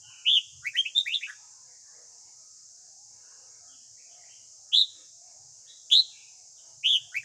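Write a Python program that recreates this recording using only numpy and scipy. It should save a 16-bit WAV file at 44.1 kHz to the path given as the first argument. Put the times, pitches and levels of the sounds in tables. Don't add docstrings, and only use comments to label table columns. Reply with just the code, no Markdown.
import sys
import numpy as np
from scipy import signal
from scipy.fft import rfft, irfft
from scipy.io import wavfile

SR = 44100
rng = np.random.default_rng(int(sys.argv[2]) if len(sys.argv) > 2 else 0)


def dump(signal):
    limited = np.clip(np.atleast_2d(signal).T, -1, 1)
    pcm = np.round(limited * 32767).astype(np.int16)
    wavfile.write(sys.argv[1], SR, pcm)


N = 319284
TIME = np.arange(N) / SR

# f/Hz, relative density/dB
AIR_SPECTRUM = [(25, -19.5), (45, -0.5), (110, 2), (260, -0.5), (450, -9), (800, -6.5), (1500, -19),
                (2500, -15), (3500, -15.5)]
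# f/Hz, relative density/dB
RUMBLE_SPECTRUM = [(30, -25), (55, -9.5), (100, 7), (135, 5), (200, -18.5), (350, -34.5)]
# t of peak/s, half-width/s, level/dB
RUMBLE_PEAKS = [(.06, .05, -66), (.59, 0.095, -62), (0.839, .04, -73), (2.25, 0.015, -69),
                (3.55, 0.058, -81), (3.929, 0.029, -74), (5.46, .08, -71), (6.77, .05, -71),
                (7.03, 0.046, -69), (7.23, 0.047, -68)]
# f/Hz, mean level/dB
FAR_BANDS = [(230, -99.5), (330, -97), (460, -99), (620, -87.5), (850, -87.5), (1100, -91.5), (1500, -89.5),
             (2300, -91), (3000, -99.5)]
# f/Hz, relative density/dB
HISS_SPECTRUM = [(1650, -57.5), (2800, -37.5), (2990, -41), (3500, -31.5), (4940, -4.5), (6350, 2.5),
                 (7490, -1), (8000, -12.5), (8290, -11.5), (8720, -19), (9850, -25), (11700, -41.5),
                 (13600, -42), (14800, -33.5), (15600, -39)]
# f/Hz, relative level/dB
HISS_TONES = [(5109, -82), (5728, -83.5), (6234, -72), (6584, -64), (7197, -73), (8193, -80.5)]
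# t/s, duration/s, start f/Hz, end f/Hz, relative level/dB
FAR_GLIDES = [(0.0, 0.16, 2982, 2683, -53.5), (0.0, .13, 696, 1169, -69), (0.009, 0.18, 1436, 1540, -66.5),
              (1.3, 0.283, 808, 846, -76), (1.652, 0.11, 2127, 2173, -73.5), (1.797, 0.23, 1850, 1894, -72),
              (1.816, 0.19, 1200, 1233, -78), (2.718, 0.48, 689, 894, -74), (3.165, 0.22, 1332, 1585, -72),
              (3.256, 0.11, 1017, 966, -72), (3.587, 0.086, 658, 711, -69), (3.642, .15, 263, 244, -76),
              (3.665, 0.093, 3244, 2700, -64.5), (3.959, 0.068, 2080, 2390, -64),
              (4.019, 0.27, 685, 726, -68.5), (4.08, 0.07, 3190, 3120, -67.5),
              (4.157, 0.14, 2057, 2230, -66), (4.272, 0.064, 2690, 3090, -61), (4.543, .11, 844, 613, -73),
              (4.899, 0.12, 331.4, 272, -78.5), (5.09, 0.38, 701, 707.4, -69.5),
              (5.658, 0.055, 2980, 4080, -53.5), (6.032, .089, 652, 862, -73.5),
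              (6.078, .18, 2716, 2698, -60), (6.252, .24, 763, 681, -75.5), (6.555, 0.046, 4090, 2905, -65),
              (7.019, .1, 691, 799, -70)]
# delay/ms, level/dB
WALL_ECHOES = [(3.1, -10.5), (5.0, -19.5), (7.6, -8), (10.3, -16), (15.7, -21.5), (29.7, -19.5)]
# harmonic number, relative level/dB
HARMONICS = [(2, -32.5), (3, -40), (4, -46), (5, -39), (6, -40), (7, -43.5)]
# f/Hz, gain/dB
BUZZ_RESPONSE = [(600, -12), (1500, -17.5), (2500, 5), (4500, -2.5), (6200, 8.5), (7500, -1), (8500, 2),
                 (10300, -4.5), (12000, -8), (13600, -16), (15200, -1.5)]
# t/s, rise/s, fall/s, start f/Hz, top f/Hz, end f/Hz, rise exponent, relative level/dB,
# initial trill rate/Hz, mean trill depth/Hz, early harshness/dB, final harshness/dB
ARCHED_CALLS = [(.251, 0.082, .056, 2460, 3394, 2808, 2.1, -21, 170.2, 185, -9, 3),
                (4.722, 0.079, .032, 3000, 3856, 3647, 1.8, -19.5, 296, 230, 14.5, 0),
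                (5.905, .092, .014, 3034, 4098, 3990, 1.5, -18.5, 311.6, 220, 27, -5),
                (6.833, 0.079, .061, 2412, 3410, 2880, 2.02, -21.5, 219.4, 195, 2, 6.5)]
# t in phrase/s, swell/s, fade/s, start f/Hz, f at peak/Hz, end f/Hz,
# relative level/dB, trill depth/Hz, harshness/dB
SYLLABLES = [(0.0, 0.025, 0.0095, 1390, 1498, 1520, -45, 70, 6),
             (0.024, .023, 0.02, 1853, 2292, 2671, -26.5, 78.9, 9.5),
             (.113, .019, 0.018, 1780, 1910, 2450, -32.5, 60.37, 9),
             (0.134, .017, 0.00602, 2286, 3027, 3100, -24.5, 120, 10),
             (0.152, 0.012, .022, 3120, 3125, 3230, -17.5, 35.6, 1.5),
             (.226, 0.0076, 0.027, 2400, 2550, 3048, -30, 200.3, 4),
             (.329, .027, 0.012, 3570, 3645, 3750, -14.5, 24.53, 5.5),
             (0.366, 0.012, 0.0085, 3720, 3677, 3515, -24, 25.1, 7),
             (.435, 0.018, .019, 1840, 2371, 2614, -26, 70, 10),
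             (.468, .038, .01, 2570, 2800, 2950, -26.5, 87, 1.5),
             (.508, 0.0121, 0.027, 3060, 3680, 3410, -22, 173, 0),
             (0.587, 0.026, 0.029, 2004, 2460, 2700, -30.5, 211, 4),
             (0.645, 0.022, 0.04, 1592, 1714, 1684, -41, 140, 12)]
# t/s, gain/dB, frequency shift/Hz
PHRASE_ENTRIES = [(.625, 0, 2), (7.122, 1, 51)]

CUTOFF_HZ = 15650
NOTE_EDGE_S = .0048


def from_db(db):
    return 10 ** (np.asarray(db) / 20)


def unit_rms(x):
    return x / np.sqrt(np.mean(x ** 2) + 1e-20)


def drift(rate_hz, size=N):
    along = np.arange(size) * rate_hz / SR
    knots, step = rng.standard_normal(4096), along.astype(int)
    ease = np.sin(np.pi / 2 * (along - step)) ** 2
    return (1 - ease) * knots.take(step, mode="wrap") + ease * knots.take(step + 1, mode="wrap")


def coloured_noise(spectrum):
    hz, db = np.transpose(spectrum)
    log_hz = np.log(np.maximum(np.fft.rfftfreq(N, 1 / SR), 1))
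    outside = np.abs(log_hz - np.clip(log_hz, np.log(hz[0]), np.log(hz[-1])))
    gain = from_db(np.interp(log_hz, np.log(hz), db)) * np.exp(-10 * outside)
    return unit_rms(irfft(rfft(rng.standard_normal(N)) * gain, N))


def diffuse(x, t60_s):
    t = TIME[:SR]
    echoes = rng.standard_normal(SR) * from_db(-60 * t / t60_s) * np.minimum(t / 0.0029, 1)
    return signal.fftconvolve(x, echoes / np.linalg.norm(echoes))[:N]


def air_and_rumble(air_db=-84, rumble_db=-82.5):
    lumps = from_db(rumble_db + 3 * drift(13))
    swells = sum(from_db(db) * np.exp(-((TIME - s) / width) ** 2) for s, width, db in RUMBLE_PEAKS)
    air = from_db(air_db) * coloured_noise(AIR_SPECTRUM)
    return air + (lumps + swells) * coloured_noise(RUMBLE_SPECTRUM)


def far_wash(swell_db=7, spread=0.078):
    bands, common_db = np.zeros(N), -5.5 * drift(6)
    for centre_hz in np.geomspace(FAR_BANDS[0][0], FAR_BANDS[-1][0], 30):
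        db = np.interp(centre_hz, *np.transpose(FAR_BANDS)) + common_db + swell_db * drift(7)
        hz = centre_hz * (1 + spread * drift(300))
        bands += from_db(db) * np.sin(2 * np.pi * np.cumsum(hz) / SR)
    return diffuse(bands, t60_s=0.071)


def hiss(band_db=-52, tone_gain_db=-3, line_width_hz=14):
    band = coloured_noise(HISS_SPECTRUM)
    band = unit_rms(band + from_db(-5) * diffuse(band, t60_s=0.2685))
    tones = np.zeros(N)
    for hz, db in HISS_TONES:
        amplitude = np.sqrt(2) * from_db(db) * drift(2 * line_width_hz)
        tones += amplitude * np.sin(2 * np.pi * hz * TIME + drift(line_width_hz))
    return from_db(band_db) * band + from_db(tone_gain_db) * tones


def far_birds():
    calls = np.zeros(N)
    wobble = 1 + 0.066 * drift(200) + 0.041 * drift(22)
    for s, length, start_hz, end_hz, db in FAR_GLIDES:
        span = np.flatnonzero((TIME > s) & (TIME < s + length))
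        along = (TIME[span] - s) / length
        pitch = (start_hz + (end_hz - start_hz) * along) * wobble[span]
        envelope = 2 * from_db(db) * np.sin(np.pi * along)
        calls[span] += envelope * np.sin(2 * np.pi * np.cumsum(pitch) / SR)
    return diffuse(calls, t60_s=0.58)


def yard(direct):
    walls = sum(from_db(db) * np.interp(TIME - ms / 1000, TIME, direct, left=0)
                for ms, db in WALL_ECHOES)
    scatter = from_db(-7) * diffuse(direct, t60_s=0.1)
    reverberation = from_db(-20) * diffuse(direct, t60_s=0.56)
    return direct + walls + scatter + reverberation


def note_span(s, rise_s, fall_s):
    span = np.flatnonzero((TIME > s - NOTE_EDGE_S) & (TIME < s + rise_s + fall_s + NOTE_EDGE_S))
    t = TIME[span] - s
    return span, t, np.clip(1 - t / rise_s, 0, 1), np.clip((t - rise_s) / fall_s, 0, 1)


def syrinx(t, hz, db, depth_hz, trill_hz, waver_hz=25):
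    rate_hz = np.interp(t, [t[0], t[-1]], trill_hz) * (1 + .14 * drift(150, len(t)))
    trill = np.sin(2 * np.pi * np.cumsum(rate_hz) / SR)
    pitch = hz + depth_hz * trill + waver_hz * drift(400, len(t))
    from_edge_s = np.minimum(t - t[0], t[-1] - t)
    gate = np.sin(np.pi / 2 * np.clip(from_edge_s / NOTE_EDGE_S, 0, 1)) ** 2
    tremolo = 1 + 0.067 * depth_hz / 300 * trill
    return pitch, from_db(db) * gate * tremolo


def arched_calls(attack_s=0.028, attack_db=24, release_s=.016, release_db=13):
    for (s, rise_s, fall_s, start_hz, top_hz, end_hz, bend, level_db,
         rate_hz, depth_hz, early_harsh_db, end_harsh_db) in ARCHED_CALLS:
        span, t, before, after = note_span(s, rise_s, fall_s)
        length = rise_s + fall_s
        along = np.clip(t / length, 0, 1)
        hz = top_hz + (start_hz - top_hz) * before ** bend + (end_hz - top_hz) * after ** 1.5
        attack = np.clip(1 - t / attack_s, 0, 1)
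        release = np.clip(1 - (length - t) / release_s, 0, 1)
        db = level_db - attack_db * attack ** 2 - release_db * release ** 2
        harsh_db = early_harsh_db + (end_harsh_db - early_harsh_db) * along ** .5
        harsh_db -= 11 * attack
        swing_hz = depth_hz * (1 + 0.13 * (1 - 2 * along))
        yield span, *syrinx(t, hz, db, swing_hz, trill_hz=(rate_hz, 110)), from_db(harsh_db)


def song_syllables(swell_db=16.5, fade_db=13.5, bend=1.07):
    for entry_s, gain_db, shift_hz in PHRASE_ENTRIES:
        for s, rise_s, fall_s, start_hz, peak_hz, end_hz, level_db, depth_hz, harsh_db in SYLLABLES:
            if entry_s + s < TIME[-1]:
                span, t, before, after = note_span(entry_s + s, rise_s, fall_s)
                hz = shift_hz + peak_hz + (start_hz - peak_hz) * before + (end_hz - peak_hz) * after
                db = gain_db + level_db - swell_db * before ** bend - fade_db * after ** bend
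                yield span, *syrinx(t, hz, db, depth_hz, trill_hz=(210, 180)), from_db(harsh_db)


def bulbul(flutter_rad=.25):
    whistle, treble = np.zeros(N), np.zeros(N)
    rasp = from_db(-47) * coloured_noise(BUZZ_RESPONSE)
    for span, pitch, amplitude, harshness in [*arched_calls(), *song_syllables()]:
        shimmer_db = 2.27 * np.sqrt(harshness) * drift(450, len(span))
        amplitude = amplitude * from_db(shimmer_db)
        phase = 2 * np.pi * np.cumsum(pitch) / SR
        subharmonics = from_db(-55) * (np.sin(phase / 2) + np.sin(1.5 * phase))
        buzz = rasp[span] + subharmonics
        for number, db in HARMONICS:
            hz = number * pitch
            gain = from_db(db + np.interp(hz, *np.transpose(BUZZ_RESPONSE))) * (hz < CUTOFF_HZ)
            buzz += gain * np.sin(number * phase + flutter_rad * drift(900, len(span)))
        whistle[span] += amplitude * np.sqrt(2) * np.sin(phase)
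        treble[span] += amplitude * harshness * buzz
    reflected = from_db(-3) * diffuse(treble, t60_s=0.022)
    return from_db(-1) * (whistle + treble + reflected)


def scene():
    return (yard(bulbul()) + far_birds() + far_wash() + hiss() + air_and_rumble())[None]


def record(dry):
    return signal.sosfilt(signal.ellip(12, .1, 80, CUTOFF_HZ, fs=SR, output="sos"), dry)


dry = scene()
out = record(dry)
dump(out)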